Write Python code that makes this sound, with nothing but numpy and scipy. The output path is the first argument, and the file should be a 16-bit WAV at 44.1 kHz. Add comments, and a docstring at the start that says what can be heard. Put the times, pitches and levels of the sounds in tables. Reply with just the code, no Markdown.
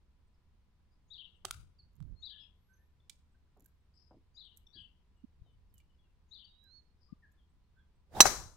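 """A quiet golf practice range. Over distant traffic and a faint breeze, small birds call from the trees.
Clubs click in other bays, gloves and grass rustle, a hand bumps the microphone, and the turf takes dull
knocks. One bird gives a long whistle. Near 8.2 s a driver swishes down, shedding eddies, and cracks the
ball; the modes of its hollow metal head ring and the peaks overload the microphone. A wall to the left
returns an echo, and the scattered sound dies away over the field."""
import sys
import numpy as np
from scipy import signal
from scipy.fft import rfft, irfft, next_fast_len
from scipy.io import wavfile

SR = 44100
rng = np.random.default_rng(int(sys.argv[2]) if len(sys.argv) > 2 else 0)


def wav_record(signal):
    """Record a signal, one row per channel, as 16-bit PCM in the file named by sys.argv[1]."""
    frames = np.transpose(np.atleast_2d(signal))
    bounded = np.clip(frames, -1, 1)
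    # unit amplitude maps onto the largest positive 16-bit level
    quanta = np.round(bounded * 32767).astype(np.int16)
    wavfile.write(sys.argv[1], SR, quanta)


N = 377496
TIME = np.arange(N) / SR
STRIKE_S, WALL_DELAY_S = 8.2044, .0512

# Pan is left level minus right; t60 is the time to decay by 60 dB. Spectra give relative levels.
# A flat spectrum. Each row: frequency in Hz, level in dB.
WHITE = [(1, 0), (SR, 0)]
# Likeness of diffuse sound at the two microphone ports. Each row: frequency in Hz, coherence.
COHERENCE = [(40, 0.63), (130, 1), (290, 0.93), (640, 0.69), (1400, .35), (3100, 0.079), (15000, 0.014)]
# Spectrum of distant traffic and air. Each row: frequency in Hz, level in dB.
TRAFFIC_SPECTRUM = [(15, -3), (40, -0.5), (80, -3), (105, -10.5), (200, -15.5), (280, -23.5), (420, -26),
                    (620, -32), (950, -29.5), (1600, -34.5), (4200, -38.5), (7000, -46.5), (11000, -50.5),
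                    (15000, -55.5)]
# Spells of buffeting at the ports. Each row: start in seconds, hold in seconds, level in dB, pan in dB.
BUFFETS = [(1.462, 0.022, -60, 1), (1.54, .11, -56, 3.5), (1.84, 0.032, -68, -6), (2.021, 0.1, -45.5, -29),
           (5.396, .04, -64, 4), (5.539, 0.25, -69.5, -0.5), (8.164, 0.3, -51, 1.5)]
# Spectrum of the buffeting. Each row: frequency in Hz, level in dB.
BUFFET_SPECTRUM = [(15, -5.5), (40, 5), (90, 2.5), (160, -10), (260, -21.5), (500, -35.5), (1500, -67.5)]
# Slurred bird notes, and the long whistle's faint upper tone. Each row: start in seconds, length in
# seconds, first and last pitch in Hz, level in dB, pan in dB, rasp as a share of pitch.
SLURRED_NOTES = [(0.908, .05, 4850, 5010, -83, 9, .005), (1.784, 0.031, 4730, 4250, -60.5, -4, .011),
                 (2.151, 0.1, 4180, 4420, -69, 11.5, 0.0052), (2.296, .11, 1700, 1710, -72, 3, 0.024),
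                 (2.522, .43, 11400, 11700, -89, -1, 0.0022), (2.372, 0.076, 3480, 3220, -53, 19.5, 0.028),
                 (2.393, .06, 5080, 5120, -69, 20, 0.0074), (2.406, .05, 3000, 2620, -67, 11, 0.032),
                 (2.685, 0.071, 1515, 1567, -68.5, -10, 0.011), (2.733, 0.017, 6200, 6170, -71, -2, 0.0091),
                 (2.771, 0.074, 1740, 1806, -79.5, 2.5, 0.017), (3, 0.01, 3540, 3470, -72, 3, 0.0087),
                 (3.344, 0.018, 1510, 1577, -74.5, -0.5, .012),
                 (3.654, 0.014, 1597, 1550, -72.5, 3.5, .012),
                 (4.066, 0.023, 5050, 5040, -68.5, 21, 0.0076), (4.342, 0.036, 4750, 4950, -63, 23, .015),
                 (4.667, 0.01, 3600, 3540, -56.5, 17.5, .008), (4.664, 0.017, 5700, 5560, -68, 11, .009),
                 (4.725, 0.046, 3880, 4120, -60.5, 25, 0.011), (4.729, 0.046, 4350, 4760, -57, 22, 0.025),
                 (4.734, .07, 1727, 1597, -72.5, 13, .023), (4.75, .085, 3362, 2973, -50, 13, 0.034),
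                 (4.83, 0.043, 2850, 2660, -67, 11.5, 0.022),
                 (5.151, 0.073, 2950, 2804, -83.5, 8.5, 0.0075), (5.422, .12, 4000, 3260, -84.5, 12, .01),
                 (5.445, .085, 3170, 2910, -80, 12, 0.0086), (5.736, 0.089, 3130, 2720, -77, 9, .01),
                 (5.888, 0.04, 3050, 2880, -79, 8, .012), (5.981, 0.041, 3470, 3250, -77, 10.5, 0.0073),
                 (6.032, 0.043, 2920, 2650, -82.5, 9, .012), (6.441, 0.02, 4600, 4550, -55, 8, 0.0069),
                 (6.622, 0.095, 1682, 1473, -75, 0, 0.024), (6.68, 0.14, 6060, 6650, -85.5, -14, .004),
                 (7.009, 0.052, 5020, 4930, -69.5, 21, 0.011), (7.083, 0.036, 1114, 1230, -70.5, 4.5, .024),
                 (7.221, 0.045, 1890, 1550, -63, 3, .012), (7.366, 0.068, 3580, 3030, -79.5, 7.5, 0.019),
                 (7.773, .06, 3500, 3290, -81, 6, 0.017), (7.758, 0.059, 1447, 1690, -69.5, -7.5, .029)]
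# The near bird's calls. Each row: start in seconds, level in dB, pitch ratio, second syllable's gain in dB.
NEAR_CALLS = [(1.101, -47, 0.98, 0.5), (2.221, -41.5, 1.005, -8.5), (4.364, -48.5, 1, -9),
              (6.309, -48.5, 1.007, -7)]
# The two syllables of a call. Each row: delay in seconds, length in seconds, pitch ratio.
CALL_SYLLABLES = [(0, .072, 1), (.074, .058, .825)]
# A syllable rises, flicks up and falls. Each row: share of its length, base pitch in Hz, gain in dB.
SYLLABLE_CONTOUR = [(0, 3526, -2), (.28, 3986, -1.5), (.46, 4057, -2), (.52, 4620, -8), (.56, 4680, -6.5),
                    (.61, 3780, -2.5), (.8, 3516, -6), (1, 3250, -8)]
# Club and ball contacts in other bays. Each row: start in seconds, relative level in dB, resonance in Hz,
# relative level of the noisy edge in dB, t60 in seconds, pan in dB.
BAY_CLICKS = [(1.4481, -30.5, 900, -13, 0.0065, -11), (1.449, -45.5, 378, -24.5, .07, -1),
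              (1.451, -31, 1230, 2, 0.016, -8), (1.4515, -38.5, 720, -15, 0.02, 2),
              (1.4605, -52.5, 2060, 3, 0.016, -1), (1.484, -52, 1340, -8, 0.048, 15),
              (1.509, -29, 1370, -0.5, 0.013, -1), (1.5098, -34, 7070, 8, 0.01, -4),
              (1.5436, -45, 1450, -9.5, .015, 18), (2.004, -35, 1140, -10.5, 0.0019, -20.5),
              (2.026, -50.5, 1180, -4, 0.0038, -12.5), (3.096, -50.5, 2360, 8.5, 0.029, -8.5),
              (3.659, -54.5, 12700, 7, 0.022, -12), (4.572, -54.5, 12690, 10.5, 0.03, -14),
              (5.74, -60.5, 11880, 0.5, 0.038, -12), (5.78, -65, 7600, 6.5, 0.029, -17),
              (5.801, -67, 2340, -8, 0.055, -11)]
# Spectrum of a click's hard edge. Each row: frequency in Hz, level in dB.
EDGE_SPECTRUM = [(200, -13), (1000, -11), (2200, -5.5), (3400, 3.5), (5500, -3.5), (8000, 0),
                 (11000, -10.5), (15000, -16.5)]
# Rustles of gloves and grass. 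Each row: start in seconds, length in seconds, level in dB.
RUSTLE_SPELLS = [(1.929, 0.042, -77), (3.558, 0.14, -73), (4.562, .035, -77), (5.729, 0.085, -80),
                 (6.627, 0.022, -79.5), (7.313, .02, -83)]
# Spectrum of one snap in a rustle. Each row: frequency in Hz, level in dB.
SNAP_SPECTRUM = [(2000, -35), (5000, -17), (7200, -1), (9000, -10), (12600, 0), (15000, -7)]
# Finger bumps. Each row: centre in seconds, level in dB, frequency in Hz, half width in seconds, pan in dB.
CASE_BUMPS = [(2.016, -38, 141.5, 0.0098, -30.5), (5.2448, -41, 235, 0.0052, -33.5),
              (5.421, -44, 55, 0.0028, 25), (7.129, -36.5, 193, 0.0036, 29.5)]
# Feet and clubs on turf. Each row: start in seconds, peak in dB, cutoff in Hz, t60 in seconds.
TURF_KNOCKS = [(3.564, -62, 960, 0.15), (4.109, -53, 990, 0.12), (4.754, -54.5, 337, 0.068),
               (5.46, -68, 903, 0.1)]
# Buzzy bird calls. 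Each row: start in seconds, length in seconds, level in dB.
BUZZ_CALLS = [(3.937, 0.12, -69), (7.001, 0.11, -77)]
# Spectrum of the turbulence behind the swinging head. Each row: frequency in Hz, level in dB.
TURBULENCE_SPECTRUM = [(60, -3), (150, 1), (380, -1), (550, -1), (1100, -10), (1650, -12), (2200, -20),
                       (4500, -20), (9000, -26), (15000, -28.5)]
# Spectrum of the ball's crack and the head's dense upper modes. Each row: frequency in Hz, level in dB.
CRACK_SPECTRUM = [(60, -24.5), (200, -6), (480, -2), (700, 0), (1100, -2.5), (1600, -1.5), (2200, -10.5),
                  (3200, -5), (4500, -1), (6000, -3), (9000, -9), (11000, -14.5), (15500, -12)]
# Decay of the crack. Each row: frequency in Hz, t60 in seconds.
CRACK_DECAY = [(200, 0.027), (1500, 0.023), (6000, 0.041), (15000, 0.051)]
# Direction of the crack. Each row: frequency in Hz, pan in dB.
CRACK_BALANCE = [(100, -1), (350, 3), (1300, 14), (2500, 7), (3500, -2.5), (8000, -5), (15000, 0)]
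# Short low tones that colour the strike's clunk. Each row: frequency in Hz, level in dB, t60 in seconds,
# pan in dB.
CLUNK_TONES = [(374, -14, 0.025, 5), (508, -25.5, 0.012, 4), (640, -17.5, 0.023, 1.5),
               (800, -9.5, 0.022, 12.5), (1062, -20.5, 0.035, 21), (1430, -20, 0.035, 14),
               (1670, -20.5, 0.029, 13.5), (2570, -11.5, 0.021, 3)]
# Modes of the hollow head. Each row: frequency in Hz, relative level in dB, t60 in seconds before
# added damping, pan in dB.
HEAD_MODES = [(3210, -34, .06, 6), (4000, -10.5, 0.091, -15), (4150, -23, .08, 0), (4660, -14, 0.032, 1.5),
              (4872, -35, .12, -2.5), (5556, -10, 0.05, -11.5), (5700, -16, 0.059, 3.5),
              (6020, -10, 0.076, -1), (6040, -12.5, 0.11, -5), (6330, -18, 0.087, 1),
              (6860, -23, .06, -6.5), (6800, -15.5, .05, -1.5), (7483, -25, .07, -5.5),
              (7850, -13, 0.06, -5), (8199, -19.5, 0.078, -2.5), (8936, -31, .08, -8),
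              (12900, -33, .04, -4.5)]
# Spectrum of the crack as wall and trees scatter it. Each row: frequency in Hz, level in dB.
SCATTER_SPECTRUM = [(80, -13), (190, -21), (330, -18.5), (500, -18.5), (800, -16.5), (1300, -14),
                    (2000, -15), (2900, -25.5), (4000, -24), (4700, -19), (5100, -20.5), (5500, -14.5),
                    (6400, -15.5), (7400, -20.5), (10000, -26.5), (15000, -29)]
# Decay of the scattered sound. Each row: frequency in Hz, t60 in seconds.
SCATTER_DECAY = [(100, 0.47), (1000, 0.48), (2800, 0.3), (4500, 0.5), (8000, 0.46), (15000, 0.34)]
# Direction of the scattered sound. Each row: frequency in Hz, pan in dB.
SCATTER_BALANCE = [(200, -1.5), (700, 0.5), (1300, 3.5), (2400, 4.5), (4400, 10), (14000, 11)]
# How well the head's ring carries to the trees. Each row: frequency in Hz, gain in dB.
RING_TRANSFER = [(3200, -11), (4000, 5.5), (4300, -6), (4700, 2.5), (5100, -7), (5500, -9), (6100, 0.5),
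                 (7000, -8), (13000, -11.5)]


def from_db(db):
    """Amplitude grows tenfold with every 20 dB."""
    return 10 ** (np.asarray(db) / 20)


def unit_rms(x):
    """Normalisation to unit mean power."""
    return x / np.sqrt(np.mean(x ** 2) + 1e-20)


def at_hz(points, hz):
    """Interpolation on a logarithmic frequency axis."""
    f, value = np.transpose(points)
    return np.interp(np.log(np.maximum(hz, 1)), np.log(f), value)


def panned(pan_db):
    """A level difference at constant total power gives direction."""
    gains = from_db(np.array([[1], [-1]]) * pan_db / 2)
    return gains / np.sqrt(np.mean(gains ** 2, axis=0))


def add(out, s, sound):
    """Superposition of a sound from s seconds on."""
    i = round(s * SR)
    out[:, i:i + sound.shape[-1]] += sound[..., :N - i]


def lowpass(x, hz, order=2):
    """A Butterworth filter attenuates above its cutoff."""
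    return signal.sosfilt(signal.butter(order, hz, fs=SR, output="sos"), x)


def highpass(x, hz, order=2):
    """A Butterworth filter attenuates below its cutoff."""
    return signal.sosfilt(signal.butter(order, hz, "high", fs=SR, output="sos"), x)


def drift(per_s):
    """Random modulation: straight lines join Gaussian values."""
    knots = rng.standard_normal(N // 16)
    return np.interp(TIME * per_s, np.arange(len(knots)), knots)


def noise(spectrum, size=N, coherence=COHERENCE):
    """Partly coherent stereo noise of unit rms, from independent mid and side signals."""
    fast = next_fast_len(size)
    hz = np.arange(fast // 2 + 1) * SR / fast
    mid, side = rfft(rng.standard_normal((2, fast)))
    alike = np.clip(at_hz(coherence, hz), -1, 1)
    both = np.sqrt(1 + alike) * mid + np.sqrt(1 - alike) * side * [[1], [-1]]
    return unit_rms(irfft(both * from_db(at_hz(spectrum, hz)), fast)[:, :size])


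def damped(x, t60s):
    """Frequency-dependent damping: each octave decays at its own rate."""
    size = x.shape[-1]
    t, hz = TIME[:size], np.arange(size // 2 + 1) * SR / size
    octave, spectrum = np.log2(np.clip(hz, 125, 16000) / 125), rfft(x)
    bands = [irfft(spectrum * np.maximum(1 - abs(octave - k), 0), size) for k in range(8)]
    return sum(band * from_db(-60 * t / at_hz(t60s, 125 * 2 ** k)) for k, band in enumerate(bands))


def coloured(x, spectrum, pans):
    """Linear filtering gives each frequency a gain and a direction."""
    hz = np.linspace(0, SR / 2, x.shape[-1] // 2 + 1)
    return irfft(rfft(x) * from_db(at_hz(spectrum, hz)) * panned(at_hz(pans, hz)), x.shape[-1])


def convolved(x, response):
    """Convolution with a stereo impulse response."""
    return signal.oaconvolve(np.atleast_2d(x), response, axes=1)[:, :N]


def oscillation(hz):
    """A sine whose phase is the integral of its frequency."""
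    return np.sin(2 * np.pi * np.cumsum(hz) / SR)


def traffic(hum_hz=74.6, whine_hz=1000):
    """Far traffic and air give broadband noise, with an engine's wavering hum and a thin whine."""
    hum = oscillation(hum_hz + 2 * drift(per_s=5.1))
    whine = oscillation(whine_hz + 6 * drift(per_s=27.5))
    rumble = from_db(-68) * noise(TRAFFIC_SPECTRUM)
    return rumble + from_db(-72 + 1.3 * drift(per_s=11)) * hum + from_db(-95) * whine


def buffeting(breeze_db=-80, rise_db_per_s=349.5, fall_db_per_s=226.5, lead_s=.25):
    """A breeze makes the pressure at the ports fluctuate; stronger spells rise, hold and fall."""
    flow = from_db(breeze_db) * panned(-5.5) * np.ones(N)
    since = TIME[:SR] - lead_s
    for s, hold_s, level_db, pan_db in BUFFETS:
        below_db = rise_db_per_s * np.maximum(-since, 0) + fall_db_per_s * np.maximum(since - hold_s, 0)
        add(flow, s - lead_s, from_db(level_db - below_db) * panned(pan_db))
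    return flow * noise(BUFFET_SPECTRUM, coherence=[(20, .2), (500, .26)])


def bird_tone(hz, waver):
    """Slight random frequency modulation broadens a bird's near-pure tone."""
    wobble = unit_rms(lowpass(rng.standard_normal(len(hz)), 150))
    return oscillation(hz * (1 + waver * wobble))


def slur(length_s, start_hz, end_hz, waver):
    """A linear frequency glide swells and fades under a half-sine envelope."""
    u = np.linspace(0, 1, round(length_s * SR))
    return np.sin(np.pi * u) * bird_tone(start_hz + (end_hz - start_hz) * u, waver)


def twitter(per_s=5.5, level_db=-88, registers_hz=(1550, 4200, 5100, 7900, 8200)):
    """Far birds peep as a random process, each kind in its own register."""
    out, draws = np.zeros((2, N)), rng.random((90, 6))
    starts = np.cumsum(2 * draws[:, 0] / per_s)
    for s, (_, kind, length, slope, loud, side) in zip(starts, draws):
        if s < TIME[-1]:
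            hz, glide_hz = registers_hz[int(kind * 5)], 700 * (slope - .5)
            peep = slur(.014 + .02 * length, hz + glide_hz, hz - glide_hz, waver=.022)
            add(out, s, from_db(level_db + 10 * loud - 7.5) * panned(16 * (side - .4)) * peep)
    return out


def woods(x, wet_db, t60, patchy_db=3, treble_ratio=.92, wet_pan_db=0):
    """Reverberation: trunks reflect in uneven clusters, and absorption by leaves shortens the treble."""
    clusters = from_db(patchy_db * drift(per_s=121)[:SR])
    wash = damped(noise(WHITE, SR), [(2000, t60), (8000, treble_ratio * t60)])
    onset = np.clip((TIME[:SR] - .008) / .0098, 0, 1)
    response = unit_rms(wash * clusters * onset) / np.sqrt(SR)
    return x + from_db(wet_db) * panned(wet_pan_db) * convolved(x, response)


def slurred_notes():
    """Frequency glides form short bird notes and the long whistle's faint upper tone."""
    out = np.zeros((2, N))
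    for s, length_s, start_hz, end_hz, level_db, pan_db, rasp in SLURRED_NOTES:
        add(out, s, from_db(level_db) * panned(pan_db) * slur(length_s, start_hz, end_hz, rasp))
    return out


def near_bird(wheeze_s=.056, wheeze_hz=6604, wheeze_db=-79.5, edge_s=.014):
    """A bird on the left wheezes, then modulates pitch and level along one contour in two syllables."""
    out = np.zeros((2, N))
    share, shape_hz, shape_db = np.transpose(SYLLABLE_CONTOUR)
    for s, call_db, ratio, second_db in NEAR_CALLS:
        add(out, s - wheeze_s / 2, from_db(wheeze_db) * slur(wheeze_s, wheeze_hz, wheeze_hz, waver=.034))
        for k, (later_s, length_s, lower) in enumerate(CALL_SYLLABLES):
            u = np.linspace(0, 1, round(length_s * SR))
            edges = np.minimum(np.minimum(u, 1 - u) * length_s / edge_s, 1)
            envelope = edges * from_db(call_db + k * second_db + np.interp(u, share, shape_db))
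            hz = np.interp(u, share, shape_hz) * ratio * lower
            add(out, s + later_s, envelope * bird_tone(hz, waver=.018))
    return woods(out * panned(14), wet_db=-4, t60=.5, patchy_db=3.5, treble_ratio=.35)


def clicks(edge_db=-4.5, attack_s=.00072):
    """Each impact excites one damped resonance and an edge of noise above it; small bodies lack lows."""
    t, out = TIME[:SR // 10], np.zeros((2, N))
    for s, level_db, hz, hard_db, t60, pan_db in BAY_CLICKS:
        grain = noise(EDGE_SPECTRUM, len(t), coherence=[(500, .59), (10000, .46)])
        edge = from_db(hard_db + edge_db) * highpass(grain, hz)
        body = .49 * np.sin(2 * np.pi * hz * t)
        envelope = 2 * from_db(level_db - 60 * t / t60) * np.minimum(t / attack_s, 1)
        add(out, s, envelope * panned(pan_db) * (edge + body))
    return out


def rustles(snaps_per_s=130, spread_db=4, snap_t60=.0086):
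    """Shot noise: gloves and grass give short clumps of tiny random snaps."""
    t, envelope = TIME[:SR // 100], np.zeros((2, N))
    impulses = (rng.random(N) < snaps_per_s / SR) * from_db(spread_db * rng.standard_normal(N))
    snap = noise(SNAP_SPECTRUM, len(t)) * from_db(-60 * t / snap_t60)
    for s, length_s, level_db in RUSTLE_SPELLS:
        add(envelope, s, from_db(level_db) * np.sin(np.linspace(0, np.pi, round(length_s * SR))))
    return envelope * unit_rms(convolved(impulses, snap)) * panned(-8)


def bumps(lead_s=.05):
    """Structure-borne sound: a finger on the microphone's case sends a low pulse, mostly to one port."""
    t, out = TIME[:SR // 10] - lead_s, np.zeros((2, N))
    for s, level_db, hz, half_s, pan_db in CASE_BUMPS:
        pulse = np.exp(-(t / half_s) ** 2) * np.cos(2 * np.pi * hz * t)
        add(out, s - lead_s, from_db(level_db) * panned(pan_db) * pulse)
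    return out


def knocks(rebound_s=.028, loss_db=1, dulling=.57):
    """A soft impact lacks treble: turf dulls each blow, and its two rebounds are weaker and duller."""
    t, out = TIME[:SR // 4], np.zeros((2, N))
    for s, level_db, hz, t60 in TURF_KNOCKS:
        for k in range(3):
            burst = rng.standard_normal(len(t)) * from_db(-60 * t / t60)
            thud = lowpass(burst, hz * dulling ** k, order=6)
            add(out, s + k * rebound_s, from_db(level_db - k * loss_db) * thud / np.abs(thud).max())
    return out


def buzzes(pitch_hz=5030, trill_hz=378, depth_hz=230, stumble_hz=210, stumble_db=4):
    """Fast frequency modulation turns a far bird's tone into a buzz; pitch and level stumble at random."""
    out = np.zeros((2, N))
    for s, length_s, level_db in BUZZ_CALLS:
        t = TIME[:round(length_s * SR)]
        hz = pitch_hz + stumble_hz * drift(per_s=260)[:len(t)]
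        gain = from_db(level_db + stumble_db * drift(per_s=260)[:len(t)])
        buzz = bird_tone(hz + depth_hz * np.sin(2 * np.pi * trill_hz * t), waver=.014)
        add(out, s, gain * panned(22) * np.sqrt(np.sin(np.pi * t / length_s)) * buzz)
    return out


def whistler(start_s=6.47, length_s=.345, peak_s=.298, half_width_s=.08, fade_s=.023):
    """Frequency and amplitude rise together with effort in the whistle of a bird on the right."""
    t, out = TIME[:round(length_s * SR)], np.zeros((2, N))
    effort = 1 / (1 + ((t - peak_s) / half_width_s) ** 2)
    hz, level_db = 3717 + 650 * effort, -69 + 11.5 * effort
    edges = np.minimum(np.minimum(t, length_s - t) / fade_s, 1)
    add(out, start_s, edges * from_db(level_db) * panned(-18.5) * bird_tone(hz, waver=.003))
    return woods(out, wet_db=-14, t60=.44)


def swish(fastest_s=8.192, half_width_s=.13, top_eddy_hz=836):
    """Vortex shedding: the shaft's tone rises in proportion to speed; the head adds broad turbulence."""
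    since, out = TIME[:SR] - .5, np.zeros((2, N))
    speed = np.exp(-(since / half_width_s) ** 2)   # share of top speed
    level_db = -36.5 - 98.5 * (1 - speed)
    eddies = unit_rms(lowpass(rng.standard_normal((2, SR)), hz=90))
    phase = 2 * np.pi * np.cumsum(top_eddy_hz * speed) / SR
    tone = from_db(-3.5) * (eddies[0] * np.cos(phase) + eddies[1] * np.sin(phase))
    head_whistle = from_db(-53) * slur(.012, 3650, 3900, waver=.01)
    turbulence = from_db(-4) * noise(TURBULENCE_SPECTRUM, SR)
    pan_db = np.interp(since, [-.03, .02], [-5, 3])   # the club crosses from right to left
    add(out, fastest_s - .042, head_whistle)
    add(out, fastest_s - .5, from_db(level_db) * panned(pan_db) * (tone + turbulence))
    return out


def crack(burst_db=-2, contact_s=.00031, radiate_hz=260):
    """Impact flattens the ball in a pressure pulse, noise and a clunk; small bodies radiate little bass."""
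    t, out = TIME[:SR // 4], np.zeros((2, N))
    contact = np.minimum(t / contact_s, 1)
    pulse = np.sin(np.pi * contact)
    grain = noise(WHITE, len(t), coherence=[(300, .29), (1200, -.25), (5000, .26), (12000, -.19)])
    grain = unit_rms(coloured(grain, CRACK_SPECTRUM, CRACK_BALANCE))
    burst = from_db(burst_db) * damped(grain, CRACK_DECAY)
    add(out, STRIKE_S, highpass(pulse + burst * contact, radiate_hz))
    for hz, level_db, t60, pan_db in CLUNK_TONES:
        add(out, STRIKE_S, from_db(level_db - 60 * t / t60) * panned(pan_db) * np.cos(2 * np.pi * hz * t))
    return out


def head_ring(pitch_ratio=1, gain_db=4.5, bloom_s=.0021, damping=1.38):
    """The hollow head's normal modes build up over a few milliseconds and decay exponentially."""
    t, out = TIME[:SR // 4], np.zeros((2, N))
    for hz, level_db, t60, pan_db in HEAD_MODES:
        phase = rng.uniform(0, 2 * np.pi) + np.array([[0], [1]]) * hz / 4500   # the ports lie apart
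        envelope = from_db(gain_db + level_db - 60 * damping * t / t60) * (1 - np.exp(-t / bloom_s))
        add(out, STRIKE_S, envelope * panned(pan_db) * np.sin(2 * np.pi * hz * pitch_ratio * t + phase))
    return out


def scatter(spectrum, turf_db=-7, swell_db=-2, swell_s=.0083):
    """The field's impulse response: weak scatter from turf, a swell from the wall, a tail from trees."""
    t = TIME[:SR]
    turf = from_db(turf_db) * np.clip(t / .0092, 0, 1)
    after_wall = np.clip((t - WALL_DELAY_S) / .0052 + 1, 0, 1)
    swell = 1 + from_db(swell_db) * np.exp(-np.abs(t - WALL_DELAY_S - .01) / swell_s)
    wash = damped(coloured(noise(WHITE, SR), spectrum, SCATTER_BALANCE), SCATTER_DECAY)
    return wash * (turf * (1 - after_wall) + after_wall * swell)


def field_echoes(blow, doppler_ratio=1.008):
    """Reflection returns the crack as a wash and a dull slap, and the ring with a Doppler shift."""
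    ring = head_ring(doppler_ratio).mean(axis=0)   # sharp, as the head flies towards the trees
    out = convolved(ring, scatter(RING_TRANSFER) / np.sqrt(SR))
    add(out, STRIKE_S, scatter(SCATTER_SPECTRUM))
    slap = highpass(lowpass(blow.mean(axis=0), 1450, order=3), 220, order=1)
    # the wall's slap and its ground bounce, a few milliseconds apart
    for later_s, slap_db in [(0, -10), (.0014, -11), (.0026, -15)]:
        add(out, WALL_DELAY_S + later_s, from_db(slap_db) * panned(19) * slap)
    return out


def scene():
    """The shot, the small sounds of the range, birds and traffic add by superposition."""
    blow = crack() + swish()
    shot = blow + head_ring() + field_echoes(blow)
    bays = woods(clicks() + rustles(), wet_db=-12.5, t60=.34, patchy_db=2, wet_pan_db=8)
    birds = near_bird() + whistler()
    chorus = woods(slurred_notes() + buzzes() + twitter(), wet_db=-6, t60=.37, treble_ratio=.68)
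    return shot + bays + birds + chorus + knocks() + buffeting() + bumps() + traffic()


def record(dry, ceiling=.75, cutoff_hz=15800):
    """Saturation in the microphone rounds the strike's peaks; a steep low-pass cuts the top."""
    saturated = ceiling * np.tanh(dry / ceiling)
    return signal.sosfilt(signal.ellip(12, .1, 90, cutoff_hz, fs=SR, output="sos"), saturated)


dry = scene()
out = record(dry)
wav_record(out)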